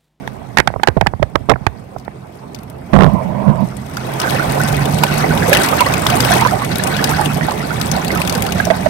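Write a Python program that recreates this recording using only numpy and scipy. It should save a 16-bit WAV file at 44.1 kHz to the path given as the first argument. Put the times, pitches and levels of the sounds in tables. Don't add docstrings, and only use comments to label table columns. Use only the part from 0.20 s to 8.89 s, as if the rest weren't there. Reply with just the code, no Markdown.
import sys
import numpy as np
from scipy import signal
from scipy.fft import rfft, irfft, next_fast_len
from scipy.io import wavfile
from scipy.ndimage import uniform_filter1d

SR = 44100
rng = np.random.default_rng(int(sys.argv[2]) if len(sys.argv) > 2 else 0)


def transcribe(signal):
    frames = np.atleast_2d(signal).T
    limited = np.clip(frames, -1, 1)
    pcm = np.round(limited * 32767).astype(np.int16)
    wavfile.write(sys.argv[1], SR, pcm)


N = 383229


def gain_of(db):
    return 10 ** (np.asarray(db) / 20)


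def evened(x):
    return x / np.sqrt(np.mean(x ** 2) + 1e-20)


def read(points, hz):
    f, value = np.transpose(points)
    return np.interp(np.log(hz + 1), np.log(f + 1), value)


def curve(rows, column, t=None):
    rows = np.array(rows)
    if t is None:
        t = np.arange(N) / SR
    return np.interp(t, rows[:, 0], rows[:, column])


def colour(x, points):
    size = next_fast_len(N)
    gain = gain_of(read(points, np.fft.rfftfreq(size, 1 / SR)))
    return irfft(rfft(x, size) * gain, size)[..., :N]


def resonate(x, hz, width_hz):
    return signal.lfilter(*signal.iirpeak(hz, hz / width_hz, SR), x)


def glide_resonate(x, hz, width_hz):
    turn = np.exp(2j * np.pi * np.cumsum(hz) / SR)
    r = np.exp(-np.pi * width_hz / SR)
    low = signal.lfilter([1], [1, -2 * r, r * r], x / turn)
    return evened((turn * low).real), turn


def add(mix, t_s, sound):
    part = mix[..., round(t_s * SR):][..., :sound.shape[-1]]
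    part += sound[..., :part.shape[-1]]


def wobble(smooth_s):
    size = max(round(smooth_s * SR), 2)
    return evened(uniform_filter1d(uniform_filter1d(rng.standard_normal(N), size), size))


# t/s, roar level/dB, wash level/dB, spray level/dB
LAYER_LEVELS = [(0, -30.5, -34, -40), (.9, -33.5, -39, -44.5), (1.9, -34.5, -37.5, -44),
                (2.2, -37.5, -37, -42.5), (2.6, -34, -36, -43.5), (2.8, -25, -29.5, -35.5),
                (3.15, -25, -29.5, -40), (3.66, -29, -33, -34), (4.05, -25.5, -21, -23.5),
                (4.5, -20.5, -20.5, -21.5), (4.68, -20.5, -22.5, -26), (4.85, -20.5, -22, -21.5),
                (5.2, -20, -19, -22.5), (5.42, -22.5, -18.5, -17), (5.76, -20, -19.5, -23),
                (6.12, -19.5, -18.5, -16), (6.4, -23, -23, -26), (6.9, -19.5, -21.5, -20.5),
                (7.42, -23, -24.5, -26.5), (7.68, -21.5, -24, -24), (8.15, -21.5, -22, -25),
                (8.69, -21.5, -25.5, -26.5)]
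# f/Hz, level/dB
ROAR_SPECTRUM = [(20, -85), (50, -2.5), (100, 3), (148, 4.5), (200, 5), (280, -2.5), (400, -54)]
# t/s, f/Hz, level/dB
HOLLOW_BOOM = [(0, 127.9, -4), (3.8, 129.8, -2.5), (4.45, 140.2, 2), (5.05, 152.1, 3.5), (5.35, 162, -0.5),
               (5.7, 140, -12), (6.1, 124, -2.5), (6.4, 124, 1.5), (6.55, 146, -12), (6.95, 147, 0),
               (7.7, 153, -1.5), (7.9, 175, -5), (8.69, 185, -1.5)]
# t/s, gain/dB
LEFT_BASS_GAIN = [(0, -20), (.3, -16), (.45, -23), (1.58, -27), (1.62, -3)]


def roar():
    boom, turn = glide_resonate(rng.standard_normal(N), curve(HOLLOW_BOOM, 1), 34)
    core = np.sin(np.angle(turn) + 0.6 * wobble(0.08))
    boom = 0.5 * boom + 1.1 * core
    swell, other = evened(colour(rng.standard_normal((2, N)), ROAR_SPECTRUM))
    bass = swell + boom * gain_of(curve(HOLLOW_BOOM, 2))
    left = bass * gain_of(curve(LEFT_BASS_GAIN, 1))
    right = gain_of(3.1) * (0.96 * bass + 0.3 * other)
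    return np.array([left, right]) * gain_of(curve(LAYER_LEVELS, 1) - 2.0 + 1.44 * wobble(0.04))


# f/Hz, correlation/1
LIKENESS = [(300, 0.75), (430, 0.52), (520, 0.99), (620, 0.036), (1000, 0.42), (1300, 0.34), (1600, 0.15)]
# f/Hz, phase/rad
PORT_LAG = [(300, -1), (500, 2.5), (700, 3.5), (900, 5.5), (1300, 4), (2200, 7.5)]


def sheet(spectrum, column, level_db, patchy_db, flicker_db, dulling, pivot_hz):
    frames, hz = N // 128 + 5, np.fft.rfftfreq(512, 1 / SR)
    a, b, c, d, patches = rng.standard_normal((frames, 257, 5)).T
    patches = evened(uniform_filter1d(uniform_filter1d(patches, 6, 0), 14, 1))
    flicker = evened(uniform_filter1d(rng.standard_normal(frames), 5))
    same = np.clip(read(LIKENESS, hz), -1, 1)[:, None]
    lag = np.exp(-1j * read(PORT_LAG, hz))[:, None]
    left = a + 1j * b
    right = same * left * lag + np.sqrt(1 - same ** 2) * (c + 1j * d)
    layer_db = curve(LAYER_LEVELS, column, np.arange(frames) * 128 / SR)
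    tilt_db = np.outer(dulling * np.log2(hz / pivot_hz + 0.5), layer_db + 24)
    shape_db = tilt_db + read(spectrum, hz)[:, None]
    z = np.array([left, right]) * gain_of(shape_db + patchy_db * patches + flicker_db * flicker)
    noise = signal.istft(z, nperseg=512, noverlap=384)[1][:, :N]
    return evened(noise) * gain_of(curve(LAYER_LEVELS, column) + level_db)


def bubble(hz, length_s, rise):
    t = np.arange(round(length_s * SR)) / SR
    fade = np.exp(-(t / (0.16 * length_s)) ** 0.83)
    attack = np.minimum(t * hz / 3.2, 1)
    return np.sin(2 * np.pi * hz * (t + rise * t ** 2 / length_s)) * fade * attack


def splash(hz, t60_s, wide=0.36):
    t = np.arange(round(t60_s * SR)) / SR
    burst = rng.standard_normal(len(t)) * gain_of(-60 * t / t60_s)
    core_hz = min(hz, 15000)
    sound = 0.75 * burst + 1.95 * resonate(burst, core_hz, core_hz * wide / 2)
    return sound / abs(sound).max()


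def grains(shapes, column, per_s, spread_db, level_db):
    clumps = np.exp(0.8 * wobble(0.02))
    fires = rng.random(N) < per_s * clumps / SR
    size = gain_of(spread_db * np.minimum(rng.exponential(1, N), 3.5)) * fires
    which, out = rng.integers(0, len(shapes), N), np.zeros(N)
    for at in np.flatnonzero(size):
        add(out, at / SR, size[at] * shapes[which[at]])
    layer_db = curve(LAYER_LEVELS, column)
    return evened(out) * gain_of(layer_db + 0.35 * (layer_db + 16.0) + level_db)


def rocks(x, wet_db, t60_s):
    t = np.arange(4000) / SR
    signs = rng.choice([-1., 1.], (2, 4000))
    taps = signs * (rng.random((2, 4000)) < 0.05) * gain_of(-60 * t / t60_s)
    taps *= gain_of(wet_db) / np.linalg.norm(taps, axis=1, keepdims=True)
    taps[0, 0], taps[1, 26] = 1, 1
    return signal.fftconvolve(x[None], taps, axes=1)[:, :N]


# f/Hz, level/dB
WASH_SPECTRUM = [(200, -7.5), (300, -1.5), (400, 7), (520, 0.5), (700, -1), (1000, -3.5), (1600, -10.5),
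                 (2500, -7.5), (4000, -24), (6000, -27.5)]
# f/Hz, level/dB
SPRAY_SPECTRUM = [(1500, -2.5), (2800, -1), (4000, -1.5), (6000, -3), (9000, -2.5), (16300, -8)]
# t/s, level/dB, f/Hz
SINGLE_SPLASHES = [(0.075, -15.5, 3100), (1.784, -26, 6060), (1.798, -26, 4930), (1.849, -27, 4220),
                   (2.347, -12, 4930), (2.361, -27, 3500), (2.388, -24, 4520), (2.433, -23, 12200),
                   (2.499, -19, 11500), (3.568, -14, 8450), (3.769, -8, 4930), (4.0, -1.5, 5140),
                   (4.016, -3.5, 2970), (4.098, -4.5, 4000), (4.106, -5, 2680), (4.656, -7, 3060),
                   (4.786, -3, 2770), (4.836, 5, 2580), (4.867, -8, 3140), (5.176, -3, 3600),
                   (5.28, -8, 8000), (5.295, -0.5, 11400), (5.331, 9, 2570), (5.339, 2, 4000),
                   (5.349, 4, 2980), (5.37, 4.5, 2550), (5.397, -7, 8800), (5.461, -5, 8190),
                   (5.487, 0.5, 3280), (5.606, 6.5, 2720), (5.738, 0, 2520), (5.867, 4, 3700),
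                   (5.901, .5, 2860), (6.004, 5.5, 4870), (6.048, 2, 2550), (6.209, 0, 2577),
                   (6.272, -5, 4360), (6.447, -6, 2550), (6.556, -4.5, 3900), (6.583, -3, 11700),
                   (6.637, 0.5, 7860), (6.671, -3, 2530), (6.766, -4.5, 3120), (6.841, 5, 4660),
                   (6.893, -4.5, 6400), (7.058, 0, 3040), (7.309, -7.5, 4500), (7.614, 0, 4070),
                   (7.668, -8, 4720), (7.715, 2.5, 6400), (7.764, -8, 4070), (7.847, -3, 2660),
                   (7.881, -3.5, 4370), (7.916, -10, 4630), (7.95, -7, 11400), (7.974, -7, 2490),
                   (8.017, -0.5, 2520), (8.05, -9, 4250), (8.075, 0.5, 2470), (8.096, 0, 4830),
                   (8.125, -2, 4200), (8.151, -1.5, 4950), (8.178, -12, 11500), (8.222, 1, 2400),
                   (8.265, -3.5, 2925), (8.322, -1, 2550), (8.452, -3, 5460)]
# f/Hz, gain/dB
PORT_TREBLE = [(1200, -20), (2400, 0.5), (5500, -0.5), (6800, -3.5), (8500, 0.5), (10000, -5.5),
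               (11800, 0.5), (14000, -9), (16300, -8)]
# f/Hz, gain/dB
CUPPED_PORT = [(60, -2.5), (260, 7), (500, 1.5), (700, 11), (1000, 6.5), (1700, 3), (2200, 2),
               (2600, -12.5), (3400, -19), (4400, -29), (7000, -48)]
SPLASH_T60_S = 0.027


def water():
    low = [bubble(hz, 18 / hz, 0.247) for hz in np.geomspace(450, 1300, 30)]
    high = [bubble(hz, 32 / hz, 0.285) * (hz / 2000) ** 0.5 for hz in np.geomspace(1100, 5500, 60)]
    clear = [bubble(hz, 45 / hz, 0.2) for hz in np.geomspace(1000, 5000, 60)]
    coarse = [splash(hz, 0.015) for hz in np.geomspace(3000, 13500, 60)]
    fine = [splash(hz, 0.0046) for hz in np.geomspace(7500, 14000, 30)]

    gurgle = grains(low, column=2, per_s=120, spread_db=3.5, level_db=-10.0)
    trickle = grains(high, column=3, per_s=480, spread_db=3.5, level_db=-6.0)
    trickle += grains(clear, column=3, per_s=90, spread_db=4.5, level_db=-6.5)
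    drops = grains(coarse, column=3, per_s=120, spread_db=3.5, level_db=-5.5)
    drops += grains(fine, column=3, per_s=110, spread_db=5.0, level_db=-5.5)
    for t_s, db, hz in SINGLE_SPLASHES:
        add(drops, t_s, gain_of(db) * splash(hz, SPLASH_T60_S))

    spray = sheet(SPRAY_SPECTRUM, column=3, level_db=-7, patchy_db=3.0, flicker_db=0.0,
                  dulling=0.065, pivot_hz=5000)
    wash = sheet(WASH_SPECTRUM, column=2, level_db=-3, patchy_db=2.5, flicker_db=1.0,
                 dulling=0.22, pivot_hz=820)
    treble = colour(spray + rocks(drops, wet_db=-9, t60_s=0.028), PORT_TREBLE)
    left, right = wash + rocks(gurgle + trickle, wet_db=-1, t60_s=0.062) + treble
    return np.array([left, colour(right, CUPPED_PORT)])


# t/s, level/dB, f/Hz, length/s
LARGE_BUBBLES = [(3.77, -12, 1295, 0.011), (4.038, -10.5, 1410, .017), (4.047, -15, 517, 0.026),
                 (4.071, -12, 1450, .014), (4.195, -9.5, 1338, 0.013), (4.221, -13, 1500, .012),
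                 (4.835, 4.5, 916, 0.0082), (4.836, 1, 2281, 0.0065), (5.281, -7, 467.3, 0.016),
                 (5.317, -1.5, 551, 0.025), (5.329, 5.5, 1680, 0.0047), (5.525, -10, 1200, 0.015),
                 (5.593, -10.5, 2710, .008), (5.606, 1.5, 949, 0.02), (5.659, -11, 1020, 0.019),
                 (5.864, 0, 1044, 0.0055), (5.92, -7.5, 696, .033), (5.98, -9.5, 827, .016),
                 (5.999, -13, 1600, .007), (6.01, -8, 483, 0.015), (6.106, -9, 687, 0.034),
                 (6.202, -14, 2102, .008), (6.214, -5, 868, 0.026), (6.25, 2, 968, 0.015),
                 (6.282, -10, 1595, .01), (6.318, -9, 694, 0.034), (6.418, -13, 1090, 0.024),
                 (6.789, -12, 1620, .006), (6.594, -14, 1650, .009), (6.893, -12, 860, .012),
                 (6.917, -13, 1250, .012), (6.982, -6.5, 824, 0.038), (7.21, -11, 1650, .012),
                 (7.284, -6.5, 806, 0.013), (7.315, -14, 1008, .018), (7.504, -14.5, 1373, .02),
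                 (7.904, -12, 1940, .011), (7.956, -12, 1270, .02), (7.98, -15, 2340, 0.0071),
                 (8.151, -16, 470, .018), (8.4, -6, 1580, 0.0091), (8.468, -8, 638, 0.017),
                 (8.502, 5, 655, 0.016), (8.502, -6, 1970, .01), (8.659, 2, 600, 0.015)]
LEFT_DB, LEFT_SHARE = -19, 0.46


def bubbles():
    out = np.zeros((2, N))
    chances = rng.random((len(LARGE_BUBBLES), 3))
    for (t_s, db, hz, length_s), (climb, delay, pitch) in zip(LARGE_BUBBLES, chances):
        t = np.arange(round(2 * length_s * SR)) / SR
        tone = np.sin(2 * np.pi * hz * (t + 0.08 * climb * t ** 2 / length_s))
        ring = tone * np.exp(-(t / length_s) ** 3) * np.minimum(t * hz / 1.5, 1)
        rough = 1 + 0.59 * evened(uniform_filter1d(rng.standard_normal(len(t)), 200))
        slap = rng.standard_normal(len(t)) * gain_of(-60 * t / 0.011)
        slap = resonate(resonate(slap, hz, hz), hz * 1.05, hz)
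        side = gain_of([[LEFT_DB + LEFT_SHARE * db], [db]])
        neighbour = bubble(hz * (0.91 + 0.5 * pitch), 1.94 * length_s, 0.081)
        add(out, t_s, side * (ring * rough + 4.4 * slap))
        add(out, t_s + 0.022 * delay, side * 0.45 * neighbour)
    out[1] = signal.sosfilt(signal.butter(6, 2900, fs=SR, output="sos"), out[1])
    return out


# t/s, blow level/dB, hardness/0-1, length/s, thump level/dB
FINGER_BLOWS = [(0.076, -6, 0.58, 0.02, -22), (.371, 14.5, 0.71, 0.035, -9), (.384, 16.5, .75, 0.034, -1.5),
                (.394, 4.5, 0.7, 0.024, -12), (.4, 14, 0.67, 0.029, -6.5), (.474, 15.5, 0.75, 0.026, -5),
                (0.502, -8, 0.16, .016, -13), (.539, -6.5, 0.48, 0.014, -28), (.56, -4, .07, .028, -8),
                (0.597, -12, 0.5, .027, -22), (.633, 15.5, 0.68, 0.027, -22), (.673, 20, 0.62, 0.025, -10),
                (.684, 14, 0.32, 0.02, 2.5), (.766, 0.5, 0, 0.087, 4.5), (.811, 12.5, 0.65, .024, -2),
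                (.822, -2.5, 0, 0.027, -1.5), (0.862, 1, 0.26, 0.018, -15), (.868, 12, 0.69, 0.033, -3),
                (0.936, -2.5, 0.33, 0.017, -6), (.996, -12, 0, 0.011, -3.5), (1.021, -6, 0, 0.021, 1),
                (1.026, 10, 0.48, 0.036, -6), (1.15, -12, 0.17, 0.034, -1.5),
                (1.155, 11.5, 0.34, 0.033, -14), (1.21, -37, .1, .02, -11.5), (1.288, 1.5, 0.15, 0.021, -4),
                (1.294, 15.5, 0.4, 0.084, -5), (1.312, 10, 0, .067, -5), (1.319, 1, 0.1, 0.074, -4),
                (1.337, -9, 0.63, 0.021, -6), (1.358, -7.5, 0.3, 0.028, -19), (1.41, -23, 0, .014, -10.5),
                (1.466, 12, 0.55, 0.036, -0.5), (1.762, -9.5, 0.1, .03, -20), (1.879, -6, 0.54, 0.019, -20),
                (2.733, 15.5, 0.02, 0.046, -9), (2.747, 7, 0, 0.13, 7.5), (2.762, 7.5, 0.06, 0.069, 9),
                (2.788, 10.5, 0, 0.043, 6), (2.806, 7, 0.44, 0.029, -7), (2.82, 10, 0.16, 0.041, 1),
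                (2.834, 10, 0.1, 0.023, -2), (2.843, 10.5, 0.2, 0.025, -4), (2.863, 3.5, 0, 0.035, -3),
                (2.874, -4, 0.07, 0.024, 3)]
# f/Hz, width/Hz, soft-blow level/dB, hard-blow level/dB
CASE_MODES = [(605, 600, 36.5, -25), (873, 180, -14.5, 3.5), (1635, 390, -31.5, 13), (2430, 400, -34, -50),
              (860, 65, -26, -22), (1800, 52, -37, -19)]
LEAK_DB = -28


def knocks():
    out, t = np.zeros((2, N)), np.arange(4400) / SR
    for t_s, db, hard, length_s, thump_db in FINGER_BLOWS:
        creak = 0.049 * gain_of(-60 * t / 0.086)
        burst = rng.standard_normal(len(t)) * (np.exp(-(t / (0.13 * length_s)) ** 2) + creak)
        grip = rng.uniform(0.89, 1.03)
        ring = np.zeros(len(t))
        for hz, width_hz, soft_db, hard_db in CASE_MODES:
            mode_db = soft_db + hard * (hard_db - soft_db)
            ring += gain_of(mode_db) * resonate(burst, hz * grip, width_hz)
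        ring = signal.sosfilt(signal.butter(6, 950 + 2100 * hard, fs=SR, output="sos"), ring)

        thump_hz = 70 + 120 * rng.uniform(0.58, 1.81) * np.exp(-t / 0.014)
        thump = np.sin(2 * np.pi * np.cumsum(thump_hz) / SR)
        thump = thump * gain_of(-60 * t / 0.087) * np.minimum(t / 0.0076, 1)
        push = np.sin(2 * np.pi * 60 * t) * gain_of(-60 * t / 0.16)
        thump = thump + 0.25 * rng.choice([-1, 1]) * push

        tick = rng.standard_normal(len(t)) * gain_of(-60 * t / (1.5 * length_s))
        tick = resonate(tick, 3200 * rng.uniform(0.9, 1.2), 1300)
        bump = resonate(resonate(burst, 380, 120), 380, 120)
        leak = hard ** 2 * tick / abs(tick).max() + 0.51 * (1 - hard) ** 2 * bump / abs(bump).max()
        right = gain_of(db) * ring / abs(ring).max() + gain_of(thump_db) * thump
        add(out, t_s, np.array([gain_of(db + LEAK_DB) * leak, right]))
    return out


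# t/s, hum level/dB, scrape level/dB
FINGER_RUB = [(2.72, -74, -60), (2.735, 7, 0.5), (2.775, -6, -18), (2.8, 3.5, -3), (2.875, 0, -12),
              (2.91, -25, -19), (3.0, -25, -16), (3.07, -16, -24.5), (3.14, -17, -18.5),
              (3.28, -14.5, -16.5), (3.44, -17.5, -19), (3.47, -29, -41)]
# t/s, level/dB
FINGER_JERKS = [(2.947, -4.5), (3.292, -2), (3.395, -25), (3.433, -9)]
JERK_S = 0.021


def rub():
    noise, t = rng.standard_normal((2, N)), np.arange(N) / SR
    scrape_db = curve(FINGER_RUB, 2)
    press = gain_of(curve(FINGER_RUB, 1))
    for t_s, db in FINGER_JERKS:
        press += gain_of(db) * np.exp(-((t - t_s) / JERK_S) ** 2)
    wavering = np.sin(2 * np.pi * np.cumsum(190 + 18 * wobble(0.0194)) / SR)
    hum = (wavering + 0.5 * evened(resonate(resonate(noise[0], 153, 100), 145, 120))) * press

    upper_hz = np.clip(980 + 25 * (scrape_db + 17), 700, 1050)
    upper, _ = glide_resonate(noise[1], upper_hz, 190)
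    scrape = evened(resonate(resonate(noise[1], 640, 160), 623, 160)) + 0.9 * upper
    scrape = evened(signal.lfilter(*signal.butter(6, 1200, fs=SR), scrape))
    scrape = scrape * gain_of(scrape_db + 0.89 * wobble(0.011))
    touching = (t > FINGER_RUB[0][0]) * (t < FINGER_RUB[-1][0])
    return touching * (hum + scrape) * gain_of([[-38], [0]])


def scene():
    return roar() + water() + bubbles() + knocks() + rub()


EDGE_HZ = 15900


def record(dry):
    hiss = gain_of(-89) * rng.standard_normal((2, N))
    clipped = np.clip(dry + hiss, -1, 1)
    band = signal.firwin(511, EDGE_HZ, window=("kaiser", 9), fs=SR)
    return np.clip(signal.oaconvolve(clipped, band[None], "same"), -1, 1)


dry = scene()
out = record(dry)
transcribe(out)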